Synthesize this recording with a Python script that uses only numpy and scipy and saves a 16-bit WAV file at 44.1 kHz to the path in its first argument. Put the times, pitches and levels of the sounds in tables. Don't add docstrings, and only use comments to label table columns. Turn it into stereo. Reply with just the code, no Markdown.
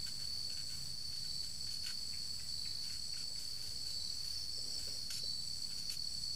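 import sys
import numpy as np
from scipy import signal
from scipy.fft import rfft, irfft
from scipy.io import wavfile
from scipy.ndimage import uniform_filter1d, map_coordinates

SR = 44100
rng = np.random.default_rng(int(sys.argv[2]) if len(sys.argv) > 2 else 0)


def to_wav(s):
    ch = np.atleast_2d(s).T
    pcm = np.round(np.clip(ch, -1, 1) * 32767)
    wavfile.write(sys.argv[1], SR, pcm.astype(np.int16))


N = 280339
T = np.arange(N) / SR

# [f/Hz, level/dB]
AIR_OUTLINE = [(25, -7), (40, 5), (58, 3), (80, 7), (105, -1.5), (140, 3), (180, -7), (230, -9), (300, -15),
               (400, -17.5), (500, -18), (700, -26.5), (1100, -36.5)]
# [f/Hz, level/dB]
HISS_OUTLINE = [(700, -4.5), (1200, -3), (2000, -0.5), (3300, -0.5), (6000, 1), (11000, 0.5), (13000, -7),
                (15500, -1)]
# [start t/s, length t/s, f/Hz, level/dB]
HUMS = [(-1.3, 4.5, 88, -65), (-.6, 1.9, 139, -63), (2.5, 4.7, 94, -67)]
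# [t/s, firing rate f/Hz, level/dB]
ENGINE_COURSE = [(0, 34.4, -69), (1.0, 34, -67), (3.0, 33.75, -68), (3.7, 33.4, -71), (4.5, 33, -75),
                 (4.8, 34, -71), (5.3, 35.5, -66), (5.8, 35.2, -66.5), (6.36, 35.15, -67)]
# [multiple of the firing rate, level/dB against the engine]
EXHAUST_HARMONICS = [(4, -4.5), (5, -4), (6, -1.5), (7, -15), (8, -14)]
# [f/Hz, level/dB]
FAR_OUTLINE = [(3400, -18), (3900, -14), (4300, 0), (4650, 2), (5200, 0), (5550, -4.5), (6200, -6),
               (6900, -15), (8400, -12), (9100, -8), (9900, -9), (10900, -23), (11450, -19), (12100, -42)]
# [t/s, level/dB]
CROWD_LEVEL = [(0, -65), (1.1, -65), (1.4, -57), (2.3, -54.5), (2.8, -55.5), (4.2, -54.5), (5.0, -53),
               (5.4, -64), (6.36, -59)]
# [t/s, level/dB]
CHORUS_LEVEL = [(0.0, -47), (0.18, -49), (0.26, -45.5), (0.87, -50.5), (1.42, -46.5), (1.57, -55),
                (1.61, -47.5), (2.32, -48), (2.44, -54.5), (2.49, -47), (3.74, -50), (3.91, -47),
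                (5.22, -49), (5.26, -44), (5.49, -48.5), (6.25, -47), (6.3, -44), (6.36, -48)]
# [wing pitch f/Hz, syllable rate f/Hz, fall in a syllable f/Hz,
# share of the pitch swing, sounding share of a stroke, level/dB, left minus right level/dB, echo level/dB]
SINGERS = [(4460, 38.6, 130, 1, .5, -5.5, -6, -4), (4470, 74.5, 100, .7, .5, -4, 7, -4),
           (4530, 65.4, 50, .4, .6, -4, -3, 0), (4388, 37.5, 10, 1, 1, -4.5, -1, -2),
           (4492, 39, 15, .5, 1, -4.5, -9, -2), (4545, 56, 110, .7, .55, -9, -3, 3),
           (4615, 47, 120, .8, .6, -14, -1, 3)]
# [f/Hz, level/dB]
WING_OUTLINE = [(4180, -30), (4300, -3), (4375, 2), (4540, 2.5), (4800, 0), (5200, -7)]
# [start t/s, length t/s, syllable level/dB]
NEAR_BOUTS = [(.028, .012, 11), (.083, .012, 8), (.444, .17, 10), (1.854, .2, -2), (2.621, .3, 3),
              (3.1, .2, 6), (5.256, .15, 7), (5.618, .04, 16), (5.893, .012, 16), (5.967, .12, 17),
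              (6.12, .04, 8), (6.182, .07, 9), (6.277, .04, 7)]
# [crest t/s, level/dB]
LOW_SWELLS = [(-.05, -58), (1.331, -52), (2.679, -51), (4.001, -50.5), (5.289, -51.5), (6.55, -58)]
# [start t/s, length t/s, level/dB]
BUZZ_BOUTS = [(-.35, 0.65, -55.5), (0.397, .54, -55), (1.19, 0.54, -55), (1.96, 0.79, -55),
              (2.816, 0.71, -55.5), (3.713, 0.55, -54.5), (4.486, 0.51, -53.5), (5.22, 0.55, -54.5),
              (6.01, 0.43, -54.5)]
# [f/Hz, level/dB]
BUZZ_OUTLINE = [(6900, -28), (7450, -14), (7720, -3), (7920, 0), (8060, -6), (8400, -17), (9000, -30)]
# [start t/s, length t/s, level/dB]
HAND_RUBS = [(0.036, 0.93, -71.5), (3.153, 0.4, -72), (3.56, 0.5, -68), (4.076, 0.079, -70.5),
             (4.618, 0.21, -62), (4.867, 0.15, -65)]
# [f/Hz, level/dB]
SKIN_OUTLINE = [(200, -30), (250, 7), (330, -1.5), (520, 0.5), (750, -5.5), (1200, -16.5)]
# [start t/s, length t/s, level/dB,
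# brightness from -3 or less (dull) to 3 or more (bright)]
MARKER_STROKES = [(0.063, 0.021, -50, 0.5), (0.192, 0.054, -61.5, -5), (0.497, 0.032, -57.5, -0.5),
                  (0.568, 0.041, -56, -5.5), (0.695, 0.054, -54.5, 1.5), (1.044, 0.0021, -65, -2),
                  (1.126, 0.0022, -55, -4.5), (1.16, 0.0027, -50, 2), (1.243, 0.018, -53.5, 0.5),
                  (1.432, 0.034, -54, 2.5), (1.666, 0.03, -60, -5), (1.704, 0.063, -51.5, 4),
                  (1.83, 0.018, -52, 1), (1.863, 0.046, -48.5, -0.5), (2.835, 0.13, -55, 1),
                  (3.166, 0.058, -54, 0.5), (3.389, 0.054, -53, 3), (3.616, 0.11, -56.5, 3),
                  (3.857, 0.072, -53.5, 6), (4.245, 0.079, -54.5, 3), (4.783, 0.059, -55, 2),
                  (4.876, 0.012, -57, -0.5), (5.103, 0.004, -41.5, 1), (5.122, 0.06, -46, 3),
                  (5.703, 0.021, -60, -5), (5.772, 0.025, -51.5, 5), (5.897, 0.005, -44, 1.5),
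                  (5.912, 0.028, -46, 3)]
# [f/Hz, level/dB]
PAPER_OUTLINE = [(600, -16), (1200, -8.5), (1350, -3), (1560, 6.5), (1850, -4), (2300, 1), (2650, 5.5),
                 (3000, 5.5), (3500, 2), (5500, 5), (8000, 4), (11000, -2), (13500, -8.5), (15500, -31)]
# [start t/s, length t/s, first pitch f/Hz, level/dB]
SLIDING_TRILLS = [(.08, .4, 5880, -60), (.5, .5, 5935, -56.5), (1.0, .42, 5700, -59),
                  (1.5, .45, 5835, -56.5), (2.1, .55, 5840, -56.5), (2.8, .5, 5830, -56.5),
                  (3.55, .4, 5800, -60), (3.94, 1.46, 5905, -55), (5.428, .76, 5825, -55),
                  (6.2, .4, 5820, -54.5)]
# [start t/s, length t/s]
SLIDE_SURGES = [(.51, .1), (3.05, .14), (3.96, .19), (4.37, .11), (4.485, .1), (4.64, .13), (4.84, .13),
                (5.44, .05), (5.55, .09), (5.74, .055), (5.815, .085), (6.085, .07)]
# [start t/s, level/dB]
GECKO_CLUCKS = [(2.131, -49), (2.394, -51.5), (2.651, -49.5), (2.895, -51.5), (3.132, -51), (3.355, -55),
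                (3.575, -58)]
# [start t/s, level/dB]
FIELD_CHIRPS = [(4.341, -37.5), (4.524, -38.5), (4.707, -38), (4.889, -42), (5.106, -39.5)]
# [start t/s, level/dB]
FROG_CROAKS = [(4.573, -59), (4.868, -55), (5.227, -57)]

AIR_DB = -59
CHORUS_GAIN_DB, CHORUS_PAN_DB, CHORUS_WANDER_DB = 5.5, -3, -2
SWING_HZ, SWING_PERIOD_S, SWING_CREST_S = 21.26, 1.028, .374
SWELL_S = .62
SLIDE_SAG_HZ = 257
SURGE_DB = 5
PAD_SPREAD = .06
TOP_HZ = 15550
MIC_OFFSET = .0055


def amp(db):
    return 10 ** (np.asarray(db) / 20)


def unit(x):
    return x / np.sqrt(np.mean(x ** 2) + 1e-20)


def curve(rows):
    return np.interp(T, *np.transpose(rows))


def walk(rate):
    knots = rng.standard_normal(4096)
    return map_coordinates(knots, [T * rate], order=3, mode="wrap")


def colour(x, points, tilt_db=0):
    hz, db = np.transpose(points)
    octave = np.log2(np.fft.rfftfreq(N, 1 / SR) + 1)
    outside = np.abs(octave - np.clip(octave, np.log2(hz[0]), np.log2(hz[-1])))
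    gain_db = np.interp(octave, np.log2(hz), db) - 40 * outside
    gain_db = gain_db + tilt_db * (octave - 12)
    return unit(irfft(rfft(x) * amp(gain_db), N))


def pan(db):
    gains = amp(np.array([db, -db]).reshape(2, -1) / 2)
    return gains / np.sqrt(np.mean(gains ** 2, axis=0))


def tone(hz):
    return np.sin(2 * np.pi * np.cumsum(hz) / SR)


def arch(u):
    return np.sin(np.pi * np.clip(u, 0, 1))


def yard(x, wet_db, t60):
    t = T[:SR // 2]
    echoes = rng.standard_normal((2, len(t))) * np.exp(-np.log(1000) * t / t60) * (t > .002)
    response = amp(wet_db) * echoes / np.sqrt(np.sum(echoes ** 2, axis=1, keepdims=True))
    response[[0, 1], [0, 2]] += 1
    heard = signal.fftconvolve(np.atleast_2d(x), response, axes=1)[:, :N]
    return heard / np.sqrt(1 + amp(2 * wet_db))


def trill(hz, rate, fall_hz, duty, scatter_db):
    beats = np.cumsum(rate * (1 + .012 * walk(6))) / SR + rng.random()
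    stroke = np.clip(beats % 1 / duty, 0, 1)
    size = amp(scatter_db * rng.standard_normal(2048))[beats.astype(int)]
    return unit(size * arch(stroke) ** 0.78 * tone(hz + fall_hz * (.5 - stroke)))


def night_air():
    common = colour(rng.standard_normal(N), AIR_OUTLINE)
    apart = colour(rng.standard_normal((2, N)), AIR_OUTLINE, tilt_db=6.5)
    rumble = amp(AIR_DB) * (common + amp(-8.5) * apart)
    hum = np.zeros(N)
    for start, length, hz, db in HUMS:
        swell = arch((T - start) / length) ** .3
        hum += amp(db) * swell * tone(hz + 1.5 * walk(6)) * amp(2 * walk(6))
    hiss = colour(rng.standard_normal((2, N)) + 0.5 * rng.standard_normal(N), HISS_OUTLINE)
    return rumble + hum + amp(-57.0 + 1.0 * walk(6.1)) * hiss


def far_engine():
    times, rate, db = np.transpose(ENGINE_COURSE)
    hz = np.interp(T, times, rate)
    drone = np.zeros(N)
    for k, k_db in EXHAUST_HARMONICS:
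        drone += amp(k_db) * tone(k * hz) * amp(0.97 * walk(2.95))
    return drone * amp(np.interp(T, times, db))


def far_insects():
    shimmer = amp(1.7 * np.array([walk(60), walk(60)]))
    sheet = colour(rng.standard_normal((2, N)) * shimmer, FAR_OUTLINE)
    high = trill(9050 + 35 * walk(3), rate=76, fall_hz=155.5, duty=0.51, scatter_db=5.5)
    high = high * amp(1 * walk(2.5))
    return sheet * amp(-50.0) * pan(-3.5) + yard(high, wet_db=-28, t60=0.33) * amp(-65.0)


def far_field_crickets(count=12):
    out = 0
    for pitch, pace in rng.random((count, 2)):
        hz = 4900 + 300 * pitch + 15 * walk(20)
        out = out + trill(hz, rate=26 + 9 * pace, fall_hz=620, duty=.55, scatter_db=1.5)
    return unit(yard(out, wet_db=6, t60=.2)) * amp(curve(CROWD_LEVEL)) * pan(-3.5)


def far_sliders(low_hz, high_hz, db, count):
    out = np.zeros(N)
    for pitch, offset, pace in rng.random((count, 3)):
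        u = (offset + T * (.6 + .6 * pace)) % 1
        hz = (low_hz + (high_hz - low_hz) * pitch) * (1 - .04 * u + .003 * walk(120))
        out += arch(u) ** .5 * amp(3.3 * walk(23)) * tone(hz)
    return yard(unit(out), wet_db=0, t60=0.18) * amp(db)


def chorus():
    out = near_cricket()
    swing = SWING_HZ * np.cos(2 * np.pi * (T - SWING_CREST_S) / SWING_PERIOD_S)
    for hz, rate, fall_hz, share, duty, db, pan_db, wet_db in SINGERS:
        song = trill(hz + share * swing + 4 * walk(4), rate, fall_hz, duty, scatter_db=1)
        heard = yard(song * amp(2 * walk(2.96)), wet_db=wet_db, t60=.22)
        out = out + heard * amp(db) * pan(pan_db)
    out = colour(out, WING_OUTLINE)
    loudness = np.sqrt(uniform_filter1d(out ** 2, SR // 7, axis=1))
    side_gains = pan(CHORUS_PAN_DB + CHORUS_WANDER_DB * walk(12.0))
    return out / loudness * amp(curve(CHORUS_LEVEL) + CHORUS_GAIN_DB) * side_gains


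def low_cricket(crest_hz=4050, edge_hz=4290):
    push = sum(arch((T - s) / SWELL_S + .5) for s, _ in LOW_SWELLS)
    hz = edge_hz + (crest_hz - edge_hz) * push
    song = trill(hz + 25 * walk(60), rate=30, fall_hz=120 + 70 * push, duty=.65, scatter_db=3.0)
    effort = sum(amp(db) * np.exp(-np.abs(T - s) / (0.28 * SWELL_S)) for s, db in LOW_SWELLS)
    return yard(song * effort, wet_db=5, t60=0.2) * pan(-4)


def bush_cricket(rate=107, lull_db=-62.0):
    beats = np.cumsum(rate * (1 + 0.0075 * walk(9.4))) / SR
    strokes = 1.7 + arch(beats % 1) ** 2
    noise = rng.standard_normal((2, N)) + 0.5 * rng.standard_normal(N)
    rasp = colour(strokes * noise, BUZZ_OUTLINE)
    effort = sum(amp(db) * arch((T - start) / length) ** 0.2 for start, length, db in BUZZ_BOUTS)
    return rasp * np.hypot(uniform_filter1d(effort, SR // 40), amp(lull_db)) * pan(-5.0)


def near_cricket(rate=39.2, duty=0.39, top_hz=4510, fall_hz=150):
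    out = np.zeros(N)
    for start, length, db in NEAR_BOUTS:
        age = T - start
        stroke = np.clip(age * rate % 1 / duty, 0, 1)
        gate = np.clip(np.minimum(age, length - age) / .002, 0, 1)
        out += amp(db) * gate * arch(stroke) * tone(top_hz - fall_hz * stroke)
    return yard(out, wet_db=-8, t60=.25)


def hand():
    rub = colour(rng.standard_normal(N) * amp(3 * walk(25)), SKIN_OUTLINE)
    pressure = sum(amp(db) * arch((T - s) / length) ** .5 for s, length, db in HAND_RUBS)
    return yard(rub * pressure, wet_db=-5.5, t60=0.26)


def marker(release=0.011, attack=0.00024, landing_db=5, snag_db=-6):
    snags = (rng.random(N) < 350 / SR) * rng.standard_normal(N)
    grit = rng.standard_normal(N) * amp(2.1 * walk(500) + 0.84 * walk(110))
    grains = unit(grit) + amp(snag_db) * unit(snags)
    dull = colour(grains, PAPER_OUTLINE, tilt_db=-2.0)
    bright = colour(grains, PAPER_OUTLINE, tilt_db=5)
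    out = np.zeros(N)
    for start, length, db, brightness in MARKER_STROKES:
        span = slice(int(start * SR) + 1, int(start * SR) + SR // 2)
        age = T[span] - start
        lift = np.exp(-np.maximum(age - length, 0) / min(release, length))
        press = np.minimum(age / attack, 1) * lift
        tick = amp(landing_db * np.exp(-age / 0.012))
        share = np.interp(brightness, [-3, 3], [0, 1])
        pace = 1 + PAD_SPREAD * rng.uniform(-1, 1)
        scrape = np.interp(start + age * pace, T, dull + share * (bright - dull))
        out[span] += amp(db) * press * tick * scrape
    return yard(out, wet_db=1.5, t60=.08) * amp(1.86) * pan(-0.97)


def sliders():
    out = np.zeros(N)
    surge = sum(arch((T - s) / length) ** .5 for s, length in SLIDE_SURGES)
    flutter = amp(1.5 * walk(45) + SURGE_DB * surge)
    waver = 6 * walk(110)
    for start, length, first_hz, db in SLIDING_TRILLS:
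        age = np.maximum(T - start, 0)
        hz = first_hz - SLIDE_SAG_HZ * age ** .8 + waver
        out += amp(db) * arch(age / length) ** .2 * (tone(hz) + amp(-19) * tone(2 * hz))
    return yard(out * flutter, wet_db=-9, t60=.2) * pan(-3)


def gecko(length=0.0189, top_hz=2560, fall_hz=950):
    out = np.zeros(N)
    hoarse = 330 * walk(1500)
    for start, db in GECKO_CLUCKS:
        u = np.clip((T - start) / length, 0, 1)
        out += amp(db) * arch(np.sqrt(u)) * tone(top_hz - fall_hz * u + hoarse)
    return yard(out, wet_db=0, t60=.4)


def field_cricket(step=0.032, length=0.02, top_hz=5490, fall_hz=440):
    out = np.zeros(N)
    waver = 25 * walk(150)
    for start, db in FIELD_CHIRPS:
        for k, effort_db in enumerate([-3, 0, -1]):
            onset = start + k * step + 0.0014 * rng.standard_normal()
            u = np.clip((T - onset) / length, 0, 1)
            out += amp(db + effort_db) * arch(u ** .6) * tone(top_hz - fall_hz * u + waver)
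    return yard(out, wet_db=0, t60=.3) * pan(-1.0)


def frog(length=0.03):
    out = np.zeros(N)
    rough = 22 * walk(250)
    for start, db in FROG_CROAKS:
        u = np.clip((T - start) / length, 0, 1)
        rising = tone(460 + 160 * u + rough)
        falling = tone(450 - 110 * u + rough)
        out += amp(db) * arch(u) * (rising + amp(-1.0) * falling)
    return yard(out, wet_db=-10, t60=.25)


def scene():
    distance = night_air() + far_engine() + far_insects() + far_field_crickets()
    distance = distance + far_sliders(4800, 6250, db=-62.0, count=18)
    distance = distance + far_sliders(9300, 10500, db=-64.5, count=4)
    crickets = chorus() + low_cricket() + bush_cricket() + sliders() + field_cricket()
    return distance + crickets + hand() + marker() + gecko() + frog()


def record(dry):
    top_cut = signal.ellip(12, .2, 70, TOP_HZ, fs=SR, output="sos")
    return signal.sosfilt(top_cut, dry) + MIC_OFFSET


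dry = scene()
out = record(dry)
to_wav(out)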